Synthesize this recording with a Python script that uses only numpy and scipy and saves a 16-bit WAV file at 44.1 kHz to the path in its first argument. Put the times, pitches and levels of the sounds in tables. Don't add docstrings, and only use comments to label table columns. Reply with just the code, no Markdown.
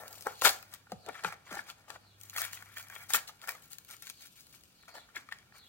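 import sys
import numpy as np
from scipy import signal
from scipy.fft import rfft, irfft, next_fast_len
from scipy.io import wavfile
from scipy.ndimage import uniform_filter1d

SR = 44100
rng = np.random.default_rng(int(sys.argv[2]) if len(sys.argv) > 2 else 0)


def store_pcm(level_fs):
    pcm = np.round(np.clip(level_fs, -1, 1) * 32767).astype(np.int16)
    wavfile.write(sys.argv[1], SR, np.atleast_2d(pcm).T)


N = 250488
T = np.arange(N) / SR
LN_1000 = np.log(1000)

# time_s, tear_db, creak_db, treble_db
STEADY_PULL = [(0.0, -58, -46.5, 8.5), (0.35, -49.5, -72, -3.5), (0.74, -66.5, -69, -0.5),
               (0.96, -67.5, -72, -26), (1.19, -49.5, -53, -21), (1.3, -71, -65.5, -36),
               (1.659, -61, -63, -9), (2.15, -69, -71.5, -26), (2.2, -66.5, -68, 13),
               (2.47, -54, -55.5, -0.5), (3.11, -67.5, -64.5, 8.5), (3.3, -63, -64.5, -9.5),
               (3.69, -70.5, -68, 10.5), (4.061, -55, -82, -5), (4.511, -61, -84, 0.5),
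               (4.97, -64, -65, -8), (5.36, -64.5, -66, -19), (5.68, -71.5, -72.5, 7)]
# start_s, level_db, centre_hz
BUCKLES = [(0.266, -18, 710), (0.419, -19.5, 760), (0.45, -7.5, 1032), (0.626, -41.5, 1300),
           (0.869, -47, 1330), (0.919, -29.5, 460), (1.083, -35.5, 420), (1.088, -29, 543),
           (1.152, -35, 1820), (1.246, -16.5, 930), (1.323, -31.5, 1300), (1.511, -42, 1340),
           (1.569, -29, 830), (1.59, -28, 1200), (1.9, -33.5, 940), (1.958, -40, 800), (2.331, -43, 1410),
           (2.363, -40, 1720), (2.381, -28, 1510), (2.449, -34, 2040), (2.531, -36, 1900),
           (2.572, -38, 1682), (2.623, -38, 1670), (2.77, -33, 1900), (2.9, -36, 1760),
           (3.103, -28.5, 1480), (3.146, -18.5, 1800), (3.292, -37.5, 814), (3.439, -36.5, 1440),
           (3.473, -37, 1360), (3.489, -26, 1670), (3.549, -41.5, 930), (4.023, -47, 1850),
           (4.073, -41, 2260), (4.832, -50, 1240), (4.881, -60, 1260), (4.952, -38.5, 634),
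           (5.088, -48, 1560), (5.165, -31, 1810), (5.288, -36.5, 1820), (5.322, -26, 1970),
           (5.522, -47, 1350)]
# frequency_hz, bandwidth_hz, gain_db
SHELL_MODES = [(348.6, 200, -17.5), (526, 360, -3), (810, 277, -2), (1168, 150, -6.5), (1382, 85, -3),
               (1626, 240, -3), (1836, 210, -1.5), (2296, 170, -2.5), (3260, 170, -6.5)]
# frequency_hz, gain_db
PAPER_SPECTRUM = [(1180, -29.5), (2000, -21), (2830, -11), (3260, -13), (4450, -10.5), (5780, -14),
                  (7060, -11.5), (7640, -16), (8400, -13.5), (10600, -19), (11600, -14.5), (15100, -13),
                  (16000, -7)]


def peel():
    time_s, tear_db, creak_db, _ = np.transpose(STEADY_PULL)
    steady = undb([np.interp(T, time_s, tear_db), np.interp(T, time_s, creak_db)])
    tear, creak = tearing_runs() + steady
    buckle_s, _, buckle_hz = np.transpose(BUCKLES)
    centre_hz = np.interp(T, buckle_s, buckle_hz)
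    fibres = clicks(per_s=9000, spread_db=2.5) * undb(1.9 * walk(150))
    slips = clicks(per_s=3400, spread_db=2.5) * undb(2.46 * walk(80))
    shell, power = 0, 0
    for k, (hz, width, db) in enumerate(SHELL_MODES):
        share = undb(db - 3.94 * np.log2(hz / centre_hz) ** 2)
        mode = unit(resonate(slips, hz, q=hz / width)) * (-1) ** k
        shell = shell + share * undb(1.3 * walk(25)) * mode
        power = power + share ** 2
    return tear * unit(colour(fibres, PAPER_SPECTRUM)) + creak * shell / np.sqrt(power)


def tearing_runs():
    # start_s, rise_s, hold_s, t60_s, tear_db, creak_db
    runs = [(0.146, .003, 0.0084, 0.2, -59, -69), (0.246, 0.015, .021, 0.19, -53, -38.5),
            (0.411, .005, 0.0088, .12, -29, -42), (0.427, 0.021, 0.024, 0.18, -19, -21.5),
            (0.692, 0.042, 0.018, 0.11, -51, -57), (0.894, 0.0033, 0.038, 0.17, -59, -57),
            (1.032, 0.053, 0.0097, 0.048, -55, -36.5), (1.138, 0.0077, 0.036, 0.22, -55, -46),
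            (1.234, .003, 0.035, 0.16, -35, -35.5), (1.317, 0.0045, 0.02, 0.029, -55, -49.5),
            (1.438, 0.038, 0.017, 0.1, -50.5, -53), (1.501, 0.011, 0.072, 0.15, -42, -42.5),
            (1.648, 0.043, 0.021, .043, -44.5, -48.5), (1.874, .012, 0.077, 0.041, -50.5, -52),
            (2.32, 0.076, 0.046, .16, -38, -39), (2.524, 0.0032, 0.016, 0.16, -44, -82),
            (2.758, 0.0087, 0.028, 0.13, -47.5, -47.5), (2.893, 0.0045, .14, .1, -60.5, -55.5),
            (3.079, 0.023, 0.0068, 0.24, -41, -45), (3.133, 0.011, 0.016, 0.11, -26.5, -29.5),
            (3.266, 0.013, 0.016, 0.055, -40, -57), (3.418, 0.0048, 0.028, 0.1, -49, -50.5),
            (3.472, 0.014, 0.014, 0.17, -41, -39), (3.617, 0.006, .02, 0.066, -60.5, -84),
            (3.704, 0.0097, .03, 0.072, -57.5, -71), (3.861, 0.044, 0.023, 0.16, -50, -55),
            (4.02, 0.0024, 0.084, 0.056, -48.5, -58), (4.179, 0.028, 0.051, 0.097, -54, -61),
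            (4.351, 0.0071, .05, 0.14, -59, -70.5), (4.524, .003, 0.031, 0.094, -57.5, -65.5),
            (4.879, 0.0012, 0.01, .093, -53.5, -47.5), (4.937, 0.0046, 0.042, 0.16, -51.5, -52),
            (5.142, 0.015, 0.017, 0.17, -45, -44.5), (5.31, 0.0039, .008, 0.17, -50, -49),
            (5.534, 0.014, 0.024, .12, -56.5, -56.5)]
    out = np.zeros((2, N))
    for start, rise, hold, t60, *db in runs:
        t = T - start
        swell = np.clip(t / rise, 0, 1) ** 2
        decay = np.exp(-LN_1000 * np.maximum(t - rise - hold, 0) / t60)
        out += undb(db)[:, None] * swell * decay
    return out


def snaps():
    # start_s, relative_db
    fractures = [(0.1281, -39.5), (0.2083, -38), (0.223, -37), (0.2688, -28.5), (0.4189, -18.5),
                 (0.4489, -9.5), (0.626, -40), (0.7282, -43), (0.738, -30), (0.7465, -40), (0.919, -28),
                 (1.062, -34), (1.0874, -32), (1.2461, -24), (1.324, -36), (1.5274, -36), (1.5529, -29),
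                 (1.7, -27), (1.9031, -29), (2.212, -48), (2.2337, -47.5), (2.297, -41), (2.3371, -43),
                 (2.354, -49), (2.3635, -31), (2.375, -26.5), (2.3818, -26), (2.409, -35), (2.417, -20),
                 (2.43, -35), (2.4501, -26), (2.474, -41), (2.5316, -30), (2.5494, -39), (2.6244, -43),
                 (2.7601, -61), (2.7823, -32), (2.827, -41.5), (2.8842, -43), (2.8988, -41), (2.9526, -41),
                 (3.1035, -30.5), (3.1352, -15), (3.4156, -38), (3.474, -36), (3.491, -24.5), (3.5503, -45),
                 (3.7045, -55), (3.718, -53), (3.731, -39), (3.742, -50), (3.784, -36.5), (3.848, -45),
                 (3.9097, -35), (3.966, -40), (4.0228, -32), (4.0695, -31), (4.0987, -26), (4.229, -45),
                 (4.2696, -43), (4.468, -45), (4.534, -46.5), (4.6359, -45), (4.952, -38), (5.1594, -31),
                 (5.2885, -43), (5.3246, -30), (5.3858, -38.5), (5.5822, -43)]
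    crack, knock, t = np.zeros(N), np.zeros(N), np.arange(900) / SR
    burst = np.exp(-((t - .002) / 0.00089) ** 2)
    fizz = .08 * (t > .002) * np.exp(-t / 0.02)
    for start, db in fractures + small_snaps():
        add(crack, start - .001, undb(db) * (burst + fizz) * rng.standard_normal(len(t)))
        add(knock, start, undb(db - 13.5) * shell_ring(2900, base_t60_s=0.03, focus_db=4.5))
    return undb(10) * colour(crack, PAPER_SPECTRUM) + knock


def small_snaps(per_s=12, above_tear_db=3.5, spread_db=4):
    time_s, tear_db = np.transpose(STEADY_PULL)[:2]
    position, size = rng.random((int(per_s * N / SR), 2)).T
    starts = .002 + position * (N / SR - .002)
    levels = np.interp(starts, time_s, tear_db) + above_tear_db - spread_db * np.log(1 - size)
    return list(zip(starts, levels))


def brighten(x):
    time_s, _, _, treble_db = np.transpose(STEADY_PULL)
    return x + (undb(np.interp(T, time_s, treble_db)) - 1) * highpass(x, 6500, order=1)


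def pops(ring_cycles=36):
    out = np.zeros(N)
    for start, db, hz in BUCKLES:
        add(out, start, undb(db) * shell_ring(hz, base_t60_s=ring_cycles / hz, focus_db=8.0))
    return highpass(out, 290, order=2)


def shell_ring(centre_hz, base_t60_s, focus_db):
    t = np.arange(4000) / SR
    hz, width, db = np.transpose(SHELL_MODES)
    uneven, detune = rng.standard_normal((2, len(hz)))
    gain = undb(db - focus_db * np.log2(hz / centre_hz) ** 2 + 3.5 * uneven)
    damping = LN_1000 / base_t60_s + 0.58 * width
    phase = 2 * np.pi * hz * (1 + 0.058 * detune) * t[:, None]
    x = (gain * np.sin(phase) * np.exp(-damping * t[:, None])).sum(1)
    x *= 1 - np.exp(-t / 0.0019)
    return x / np.abs(x).max()


def thuds(t60_s=.11):
    # start_s, level_db, nominal_hz
    flexes = [(0.454, -40, 307), (0.925, -40, 175), (1.097, -52, 195), (1.249, -37.5, 186),
              (1.512, -39, 242), (1.57, -46.5, 298), (3.141, -46, 280), (5.166, -50, 241)]
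    out, t = np.zeros(N), np.arange(SR // 5) / SR
    wobble = 1 + .22 * walk(120)
    sag = .75 + .9 * np.exp(-t / .012)
    envelope = (1 - np.exp(-t / 0.005)) * np.exp(-LN_1000 * t / t60_s)
    for start, db, hz in flexes:
        add(out, start, undb(db) * envelope * sine(hz * sag * wobble[int(start * SR):][:len(t)]))
    return out * undb(4 * walk(90))


def direct_path(x, lag_s=1.0e-4):
    # frequency_hz, emphasis_db
    pan = [(60, -19), (150, 2), (380, 4), (950, 5), (2380, 3), (5980, 13), (15000, 8.5)]
    return np.array([colour(x, pan, share=0.14), colour(x, pan, share=-0.75, lag_s=lag_s)])


def scattering(x, paths=5):
    t, out = np.arange(300) / SR, 0
    for _ in range(paths):
        response = highpass(rng.standard_normal((2, len(t))) * np.exp(-t / 0.0017), 1800, order=1)
        response /= np.sqrt((response ** 2).sum(1, keepdims=True))
        out = out + signal.fftconvolve((x * walk(60))[None], response, axes=1)[:, :N]
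    return undb(-3) * out / np.sqrt(paths)


def reverberation(x):
    # centre_hz, t60_s, gain_db
    bands = [(150, .3, 18), (590, 0.38, 17.5), (2160, 0.18, 20.5), (5960, 0.29, 18), (13360, 0.27, 6)]
    t, tail = np.arange(SR // 3) / SR, 0
    onset = np.minimum(t / .006, 1)
    for hz, t60, db in bands:
        band = resonate(rng.standard_normal((2, len(t))), hz, q=.8)
        envelope = onset * np.exp(-LN_1000 * t / t60)
        tail = tail + undb(db) * band * envelope / np.sqrt(SR * LN_1000 / t60)
    return signal.fftconvolve(x[None], tail, axes=1)[:, :N]


def birds(start_hz=4600, fall_hz_per_s=8000):
    # start_s, length_s, relative_db
    calls = [(0.305, 0.14, -61), (0.971, 0.16, -61.5), (1.993, 0.17, -65.5), (4.12, 0.11, -61.5),
             (4.734, 0.14, -66), (4.882, 0.15, -57), (5.514, 0.22, -59)]
    out, waver_hz = np.zeros(N), 320 * walk(500)
    for start, length, db in calls:
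        progress = np.linspace(0, 1, int(length * SR))
        hz = start_hz - fall_hz_per_s * length * progress + waver_hz[:len(progress)]
        add(out, start, undb(db) * np.sin(np.pi * progress) ** .5 * sine(hz))
    return out


def room_tone(level_db=-66):
    # frequency_hz, gain_db
    spectrum = [(18, -34.5), (30, -2), (141, -1), (889, -18.5), (1160, -17.5), (1430, -16), (2120, -31),
                (2290, -17.5), (3580, -20.5), (12300, -28.5), (16000, -28)]
    mid, side = rng.standard_normal((2, N))
    side = colour(side, [(60, -10.0), (300, -10.5), (800, 1.5)])
    tone = colour(np.array([mid + side, mid - side]), spectrum) * undb(0.5 * walk(7.6))
    return undb(level_db) * unit(tone)


def mains_hum(pitch_hz=100):
    # time_s, rms_db
    levels = [(0.0, -69), (0.9, -71.5), (1.8, -75), (2.2, -64.5), (3.0, -68), (4.24, -96), (4.589, -84),
              (5.68, -89)]
    time_s, db = np.transpose(levels)
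    return np.sqrt(2) * undb(np.interp(T, time_s, db)) * sine(pitch_hz + 0.65 * walk(1.3))


def undb(db):
    return 10 ** (np.asarray(db) / 20)


def unit(x):
    return x / np.sqrt(np.mean(x ** 2))


def sine(hz):
    return np.sin(2 * np.pi * np.cumsum(hz) / SR)


def colour(x, table, share=1., lag_s=0.):
    size = next_fast_len(N)
    hz = np.arange(size // 2 + 1) * SR / size + 0.0018
    point_hz, db = np.transpose(table)
    gain = undb(share * np.interp(np.log(hz), np.log(point_hz), db))
    return irfft(rfft(x, size) * gain * np.exp(-2j * np.pi * hz * lag_s), size)[..., :N]


def resonate(x, hz, q):
    return signal.lfilter(*signal.iirpeak(hz, q, SR), x)


def highpass(x, hz, order):
    return signal.sosfilt(signal.butter(order, hz, "high", fs=SR, output="sos"), x)


def walk(per_s):
    step = int(SR / per_s)
    return 1.03 * uniform_filter1d(np.repeat(rng.standard_normal(N // step + 1), step), step)[:N]


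def clicks(per_s, spread_db):
    chance, polarity, size = rng.random((3, N))
    return (chance < per_s / SR) * np.sign(polarity - .5) * undb(-spread_db * np.log(1 - size))


def add(track, start_s, x):
    i = int(start_s * SR)
    track[i:i + len(x)] += x[:N - i]


def scene():
    pack = brighten(peel() + snaps()) + thuds() + pops()
    far = birds()
    near = direct_path(pack) + scattering(pack)
    return near + reverberation(pack + undb(13.0) * far) + 0.23 * far + room_tone() + mains_hum()


def record(dry):
    top_cut = signal.ellip(10, .2, 80, 15900, fs=SR, output="sos")
    return signal.sosfilt(top_cut, highpass(dry, 50, order=4))


dry = scene()
out = record(dry)
store_pcm(out)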